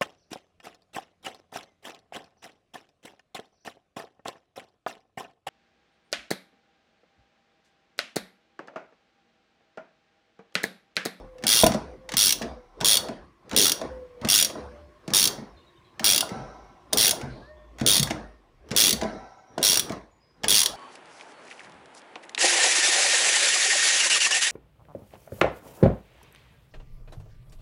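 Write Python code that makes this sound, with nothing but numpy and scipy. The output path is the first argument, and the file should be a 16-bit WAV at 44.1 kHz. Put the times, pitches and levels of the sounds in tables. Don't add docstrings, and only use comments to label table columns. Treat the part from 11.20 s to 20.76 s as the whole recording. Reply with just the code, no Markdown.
import sys
import numpy as np
from scipy import signal
from scipy.io import wavfile
from scipy.ndimage import uniform_filter1d

SR = 44100
rng = np.random.default_rng(int(sys.argv[2]) if len(sys.argv) > 2 else 0)


def amp(db):
    return 10 ** (np.asarray(db, float) / 20)


def write(x):
    x = np.atleast_2d(x).T
    wavfile.write(sys.argv[1], SR, np.round(np.clip(x, -1, 1) * 32767).astype(np.int16))


N = 421596

# f/Hz, relative level/dB, t60/s
STEEL_MODES = [(2776, -8, 0.033), (3200, -11, 0.041), (3346.6, 5.5, 0.019), (3670, -5, 0.043),
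               (4436, -11.5, .06), (4487, -8.5, .06), (5000, -10.5, 0.017), (5380, -2, 0.028),
               (5713, 0, .045), (6544, -6.5, .03), (7330, -17.5, .04), (9040, -4.5, 0.023),
               (9620, 1, 0.018), (10290, -6.5, .03), (13200, -11, .02), (14900, -4, .025)]


def evened(x):
    return x / np.sqrt(np.mean(x ** 2) + 1e-20)


def read(points, hz):
    f, value = np.transpose(points)
    return np.interp(np.log(hz + 1), np.log(f + 1), value)


def curve(rows):
    s, db = np.transpose(rows)
    return amp(np.interp(np.arange(N) / SR, s, db, left=-120, right=-120))


def add(mix, s, sound):
    part = mix[round(s * SR):][:len(sound)]
    part += sound[:len(part)]


def placed(events, sounds):
    out = np.zeros(N)
    for row, sound in zip(events, sounds):
        add(out, row[0], sound)
    return out


def noise(spectrum, patchy_db):
    real, imag, patches = rng.standard_normal((N // 128 + 5, 257, 3)).T
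    patches = uniform_filter1d(patches, size=3, axis=0)
    patches = evened(uniform_filter1d(patches, size=20, axis=1))
    level_db = read(spectrum, np.fft.rfftfreq(512, 1 / SR))[:, None] + patchy_db * patches
    z = (real + 1j * imag) * amp(level_db)
    return evened(signal.istft(z, nperseg=512, noverlap=384)[1][:N])


def whistle(size, hz, width_hz):
    pole = [1, -np.exp(-np.pi * width_hz / SR)]
    blur = rng.standard_normal((size, 2)) @ [1, 1j]
    for _ in range(2):
        blur = signal.lfilter([1], pole, blur)
    return evened((blur * np.exp(2j * np.pi * hz * np.arange(size) / SR)).real)


def blows(events, modes, spread_db, rise_s, tilt_db_per_octave=0):
    hz, db, t60_s = np.transpose(modes)
    t = np.arange(4096) / SR
    share, phase, grip = np.moveaxis(rng.standard_normal((len(events), len(modes), 3, 1)), 2, 0)
    tilt_db = np.outer(tilt_db_per_octave, np.log2(hz / 300))
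    level_db = (db + tilt_db)[..., None] + spread_db * share
    shifted_hz = hz[:, None] * (1 + .012 * grip)
    rings = np.sin(2 * np.pi * shifted_hz * t + 2 * phase) * amp(-60 * t / t60_s[:, None])
    sounds = (amp(level_db) * rings).sum(1) * (1 - np.exp(-t / rise_s))
    onset_rms = np.sqrt(np.mean(sounds[:, :300] ** 2, 1, keepdims=True))
    return amp(np.transpose(events)[1])[:, None] * sounds / onset_rms


def crackle(events, spectrum, low_t60_s, high_t60_s, tick_db):
    train, t = np.zeros(N), np.arange(3000) / SR
    for s, db in events:
        add(train, s, amp(np.array([2 * db])))
    hiss = noise(spectrum, 2.5)
    hiss = hiss / np.sqrt(uniform_filter1d(hiss ** 2, size=100))
    low = signal.sosfilt(signal.butter(2, 7500, fs=SR, output="sos"), hiss)
    high = hiss - low
    rise = (1 - np.exp(-t / 0.00047)) ** 2
    tick = amp(2 * tick_db - 120 * t / .01)
    low_power = amp(-120 * t / low_t60_s) + .6 * tick
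    high_power = amp(-120 * t / high_t60_s) + tick
    low_gain, high_gain = [np.sqrt(abs(signal.oaconvolve(train, rise * power)[:N]))
                           for power in (low_power, high_power)]
    return low * low_gain + high * high_gain


def teeth():
    # first tooth t/s, last tooth t/s, teeth, swing phase/rad at first, at last
    strokes = [(.2669, .464, 19, -.836, 1.355), (.9681, 1.123, 15, -.598, 1.094),
               (1.6451, 1.7694, 13, -.674, 1.113), (2.3629, 2.5179, 14, -.57, 1.282),
               (3.0868, 3.2465, 15, -.796, 1.262), (3.9351, 4.0734, 13, -.557, 1.179),
               (4.8426, 5.0063, 14, -.066, 1.36), (5.772, 5.9086, 14, -.433, 1.103),
               (6.6626, 6.8287, 14, -.654, 1.492), (7.5631, 7.7274, 16, -.492, 1.22),
               (8.4279, 8.5945, 15, -.301, 1.232), (9.2819, 9.4589, 16, -.74, 1.396)]
    # t/s, relative level/dB
    lone_click = (5.731, -11)
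    rest_db, speed_db, spread_db = -12.5, 1.3, 1.0
    click_delay_s = .0005
    rows = [lone_click]
    for first, last, count, begin, end in strokes:
        phase = np.arcsin(np.linspace(np.sin(begin), np.sin(end), count))
        db = rest_db + speed_db * np.cos(phase) + spread_db * rng.standard_normal(count)
        s = click_delay_s + first + (last - first) * (phase - begin) / (end - begin)
        rows += zip(s, db)
    return rows


def pawl():
    # f/Hz, relative density/dB
    snap = [(410, -36.5), (700, -19), (2040, -8), (2420, -9), (3290, -6.5), (4020, 0.5), (5610, -1),
            (7940, -8), (9570, 1), (11800, -12), (15300, -5.5), (16300, -36.5), (17000, -65)]
    clicks = teeth()
    ring = placed(clicks, blows(clicks, STEEL_MODES, spread_db=5.2, rise_s=0.00069))
    burst = crackle(clicks, snap, low_t60_s=0.046, high_t60_s=0.037, tick_db=4.8)
    return amp(-9.5) * ring + amp(-4.6) * burst


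def socket_rattle():
    # t/s, relative level/dB
    slack = [(0.183, -50), (0.2246, -43.5), (0.2377, -27.5), (0.246, -39.5), (0.5191, -27), (0.5375, -33.5),
             (0.5436, -31.5), (0.8904, -31.5), (0.9195, -29.5), (0.9382, -25), (1.2172, -31), (1.2243, -34),
             (1.6044, -34.5), (1.6107, -25), (1.6308, -39.5), (1.885, -35.5), (2.2944, -42.5),
             (2.3127, -32.5), (2.3306, -34), (2.3462, -33.5), (2.6139, -35.5), (3.014, -43), (3.0484, -28),
             (3.0731, -31), (3.2987, -36), (3.8781, -36), (3.9036, -36.5), (4.7948, -27.5), (4.833, -39),
             (5.0915, -37.5), (5.7269, -28.5), (6.0129, -36), (6.585, -39.5), (6.5979, -36), (6.6113, -31),
             (6.8729, -30.5), (6.902, -33.5), (6.9068, -23), (7.488, -50), (7.5075, -36.5), (7.5141, -27.5),
             (7.5493, -37.5), (7.8132, -28), (7.8328, -32.5), (8.3802, -32.5), (8.415, -38), (8.6954, -34),
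             (8.72, -36), (9.2347, -29.5), (9.2424, -20.5), ]
    # f/Hz, relative density/dB
    rattle = [(410, -32.5), (700, 1.5), (1420, -9), (1620, 0), (3200, -8.5), (6410, -8), (15100, -36.5),
              (17000, -44)]
    ring = placed(slack, blows(slack, STEEL_MODES, spread_db=6., rise_s=0.00044))
    burst = crackle(slack, rattle, low_t60_s=0.052, high_t60_s=.03, tick_db=2.4)
    return amp(-13.5) * ring + amp(1.0) * burst


def wheel_well(x):
    # f/Hz, t60/s
    decay = [(500, .25), (2000, .3), (5000, 0.31), (12000, .2)]
    taps = np.zeros(SR // 2)
    at = np.arange(150, SR // 2 - 20, 20)
    taps[at + rng.integers(0, 20, len(at))] = rng.choice([-1., 1.], len(at))
    hz, t, z = signal.stft(taps, SR, nperseg=256)
    tail = signal.istft(z * amp(-60 * t / read(decay, hz)[:, None]), SR, nperseg=256)[1]
    return signal.oaconvolve(x, tail / np.linalg.norm(tail))[:N]


def knocks():
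    # t/s, relative level/dB, brightness/(1.8 dB per octave of tilt about 300 Hz),
    # settling t60/s
    hits = [(0.239, -24.5, -4.5, 0.15), (0.435, -2, 0, 0.27), (0.545, -16, -1.5, 0.18),
            (0.938, -25, -6.5, 0.16), (1.213, -20.5, -0.5, 0.47), (1.612, -27.5, -17.5, 0.2),
            (1.891, -24, 0.5, 0.28), (2.332, -21.5, -4, 0.38), (2.615, -21, 3, 0.26),
            (3.017, -29.5, -11, 0.26), (3.046, -22, -5.5, 0.2), (3.22, -27, 0, 0.15), (3.355, -27, 3, 0.26),
            (3.88, -21, -6.5, 0.43), (4.18, -30, -3, 0.3), (4.804, -26, -3, 0.36), (5.027, -22, 6.5, 0.24),
            (5.114, -25.5, -10, 0.6), (5.733, -20, 2.5, 0.42), (5.929, -28, 5, 0.52),
            (6.032, -24, -10, 0.3), (6.102, -32, -41, 0.39), (6.613, -17, -4.5, 0.38),
            (6.797, -15, -15, 0.44), (6.906, -20.5, -1.5, 0.39), (7.511, -22.5, -9.5, 0.14),
            (7.551, -27, -5, 0.17), (7.73, -22.5, -7, 0.29), (7.823, -17.5, 0, 0.48),
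            (8.378, -20, 3.5, 0.27), (8.53, -26, 4, 0.2), (8.704, -21, -1.5, 0.34), (9.238, -25, -2, 0.31)]
    # f/Hz, relative level/dB, t60/s
    modes = [(135, -15, 0.096), (221.4, -3, .08), (303, -4.5, 0.057), (478, -0.5, 0.026), (641, 1, 0.048),
             (780, -15, .05), (1000, -9.5, .04), (1450, -19, .04)]
    _, _, bright_db, settle_s = np.transpose(hits)
    t = np.arange(8000) / SR
    where, size = np.moveaxis(rng.random((len(hits), len(t), 2)), 2, 0)
    chosen = where < 500 / SR
    rebounds = .45 * chosen * (2 * size - 1) * amp(-60 * t / np.clip(settle_s, .02, 1)[:, None])
    rebounds[:, 0] = 1
    rings = blows(hits, modes, spread_db=0.5, rise_s=0.00095, tilt_db_per_octave=1.8 * bright_db)
    return amp(-7) * placed(hits, signal.fftconvolve(rings, rebounds, axes=1))


def shaken_panels():
    # push t/s, push level/dB, pull t/s, pull level/dB, decay after the pull/(dB/s)
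    swings = [(-.2, -46, -.03, -44, 110), (.23, -33, .43, -22, 95), (.9, -38, 1.21, -29, 150),
              (1.6, -33, 1.88, -37, 115), (2.3, -33, 2.61, -34, 106), (3.01, -35, 3.35, -35, 80),
              (3.87, -34, 4.05, -33, 80), (4.8, -34.5, 5.1, -35, 62), (5.72, -33, 6.02, -38, 75),
              (6.6, -33, 6.9, -30, 115), (7.5, -33, 7.81, -31, 80), (8.37, -33, 8.7, -29, 170),
              (9.23, -35, 9.6, -40, 100)]
    # f/Hz, relative density/dB
    panels = [(53, -35), (90, -10.5), (122, 0), (157, -3.5), (540, -4), (779, -8), (1720, -16.5),
              (2890, -29.5), (5560, -30.5), (7860, -51.5), (9000, -37.5), (11700, -64), (19800, -120)]
    rise_s, sag_db_per_s, still_db = .03, 22, -68
    lean_db, lean_db_per_s = -17, 180
    t, power = np.arange(N) / SR, amp(2 * still_db)
    for push, push_db, pull, pull_db, dying_db_per_s in swings:
        after_db = dying_db_per_s * np.maximum(t - pull, 0)
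        lean = amp(lean_db - lean_db_per_s * np.maximum(push - t, 0))
        start = np.clip((t - push) / rise_s, lean, 1)
        sag_db = sag_db_per_s * np.maximum(t - push, 0)
        power = power + start ** 2 * amp(2 * (push_db - sag_db - after_db))
        jolt = np.clip((t - pull) / rise_s, 0, 1)
        power = power + jolt ** 2 * amp(2 * (pull_db - after_db))
    return np.sqrt(power) * noise(panels, patchy_db=4.)


def rocking():
    # t/s, level/dB
    rocks = [(0, -39), (.57, -45), (.69, -48), (.97, -46), (1.16, -51), (1.31, -43), (1.5, -53),
             (1.64, -48), (1.96, -46), (2.37, -55), (2.72, -42), (3.06, -52), (3.45, -44), (3.63, -52),
             (3.95, -48), (4.12, -52), (4.33, -53), (5.23, -45), (5.43, -53), (5.78, -47), (6.11, -42),
             (6.36, -53), (6.5, -50), (6.65, -47), (6.87, -40), (7.05, -45), (7.35, -49), (7.54, -50),
             (7.79, -40), (7.95, -50), (8.45, -49), (8.78, -53), (9.29, -46), (9.5, -53)]
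    rise_db_per_s, fall_db_per_s = 170, 120
    t = np.arange(N) / SR
    swell = sum(amp(db + np.minimum(rise_db_per_s * (t - s), fall_db_per_s * (s - t))) for s, db in rocks)
    hz = 54 + 12.0 * evened(uniform_filter1d(rng.standard_normal(N), size=4000))
    return swell * np.sqrt(2) * np.sin(2 * np.pi * np.cumsum(hz) / SR)


def grinding():
    # t/s, length/s, level/dB, change over the length/dB
    grind = [(1.24, .31, -57.5, -6.5), (4.05, .25, -46, -14), (5.1, .58, -40, -24), (7.86, .5, -41, -21)]
    # f/Hz, pole width/Hz, relative level/dB
    link = [(620, 66, -7.5), (758, 130, 4), (987, 60, -3), (1327, 55, -3.5), (1540, 39, -8.5),
            (1950, 28, -15.5), (2170, 90, -12.5), (3900, 250, -16), (5600, 970, -12)]
    ring = evened(sum(amp(db) * whistle(N, hz, width_hz) for hz, width_hz, db in link))
    pull = sum(curve([(s, db), (s + length, db + change_db)]) for s, length, db, change_db in grind)
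    return uniform_filter1d(pull, size=900) * ring


def chassis():
    return knocks() + shaken_panels() + rocking() + grinding()


def call(rows):
    s, hz, *levels_db = np.transpose(rows)
    t = np.arange(s[0], s[-1], 1 / SR)
    turn = 2 * np.pi * np.cumsum(np.interp(t, s, hz)) / SR
    waver = 1 + 0.32 * evened(uniform_filter1d(rng.standard_normal(len(t)), size=600))
    tone = sum(amp(np.interp(t, s, db)) * np.sin((2 * k + 1) * turn) for k, db in enumerate(levels_db))
    return s[0], np.sqrt(2) * tone * waver * signal.windows.tukey(len(t), .15)


def birds():
    # t/s, f/Hz, level/dB
    doves = [
        [(0, 528, -56.5), (.2, 505, -44.5), (.25, 505, -46)],
        [(.68, 504, -46), (.81, 523.5, -55), (.95, 511, -47)],
        [(1.3, 500.3, -57), (1.38, 506, -50.5), (1.49, 480, -66)],
        [(2.68, 499.4, -49), (2.72, 517, -41.5), (2.83, 504.4, -43), (2.9, 496, -53), (3.04, 484, -46)],
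        [(3.36, 499.5, -46), (3.56, 491, -54)],
    ]
    # t/s, f/Hz, level/dB, third partial level/dB
    rooster = [
        [(3.5, 588.0, -64, -95), (3.53, 583.1, -49.5, -77), (3.83, 605.4, -67, -94)],
        [(6.2, 512.7, -84, -58), (6.298, 612.7, -50, -59), (6.56, 601.5, -67, -80)],
        [(7.03, 620, -58, -59), (7.12, 620, -60, -69), (7.2, 603, -91, -72)],
    ]
    # t/s, length/s, f/Hz, pole width/Hz, level before fading/dB
    chirps = [(4.356, 0.14, 4150, 120, -69), (4.365, .09, 3650, 149, -63), (4.384, 0.11, 2884, 60, -71),
              (4.46, .08, 3830, 151, -63), (4.55, .06, 3660, 120, -65), (4.56, .06, 3040, 200, -69.5),
              (4.64, .11, 3950, 200, -65.5), (4.646, 0.062, 3300, 250, -68), (6.1, 0.24, 4194, 1205, -59.5),
              (6.363, 0.19, 3440, 200, -71), (8.17, .07, 6700, 101.5, -73.5), (8.27, .11, 5750, 79.5, -65),
              (8.9, .14, 6900, 79.4, -74), (9.0, .2, 5000, 80, -67.5)]
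    out = np.zeros(N)
    for rows in doves + rooster:
        add(out, *call(rows))
    for s, length, hz, width_hz, db in chirps:
        t = np.arange(0, length, 1 / SR)
        fade = np.minimum(t / 0.00796, 1) * (1 - t / length) ** .7
        add(out, s, amp(db) * whistle(SR // 2, hz, width_hz)[:len(t)] * fade)
    return out


def air():
    # f/Hz, relative density/dB
    hiss = [(53, -28), (90, 3.5), (163, -11.5), (1100, -23.5), (1560, -17), (1900, -15.5), (8240, -35),
            (15200, -44.5), (17000, -54.5)]
    # t/s, level/dB
    hiss_swell = [(0, -65.5), (2.2, -67), (2.9, -62.5), (4.6, -62), (5.6, -63.5), (6.5, -64.5), (7.3, -67),
                  (9.6, -68)]
    # f/Hz, pole width/Hz, level before the swell/dB
    drone = [(355.7, 60, -70), (1065, 150, -68.5)]
    # t/s, gain/dB
    drone_swell = [(0, 0.5), (4.5, 2.5), (6.1, 6.5), (7.4, -4), (8.8, -8), (9.6, -10)]
    tones = sum(amp(db) * whistle(N, hz, width_hz) for hz, width_hz, db in drone)
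    return curve(hiss_swell) * noise(hiss, patchy_db=2.) + curve(drone_swell) * tones


def scene():
    tool = pawl() + socket_rattle()
    return (tool + amp(-12) * wheel_well(tool) + chassis() + birds() + air())[None]


def low_pass(x):
    return signal.sosfilt(signal.butter(12, 17130, fs=SR, output="sos"), x)


def record(dry):
    heard = signal.sosfilt(signal.butter(4, 44, "high", fs=SR, output="sos"), dry)
    return low_pass(heard)


dry = scene()
out = record(dry)
write(out)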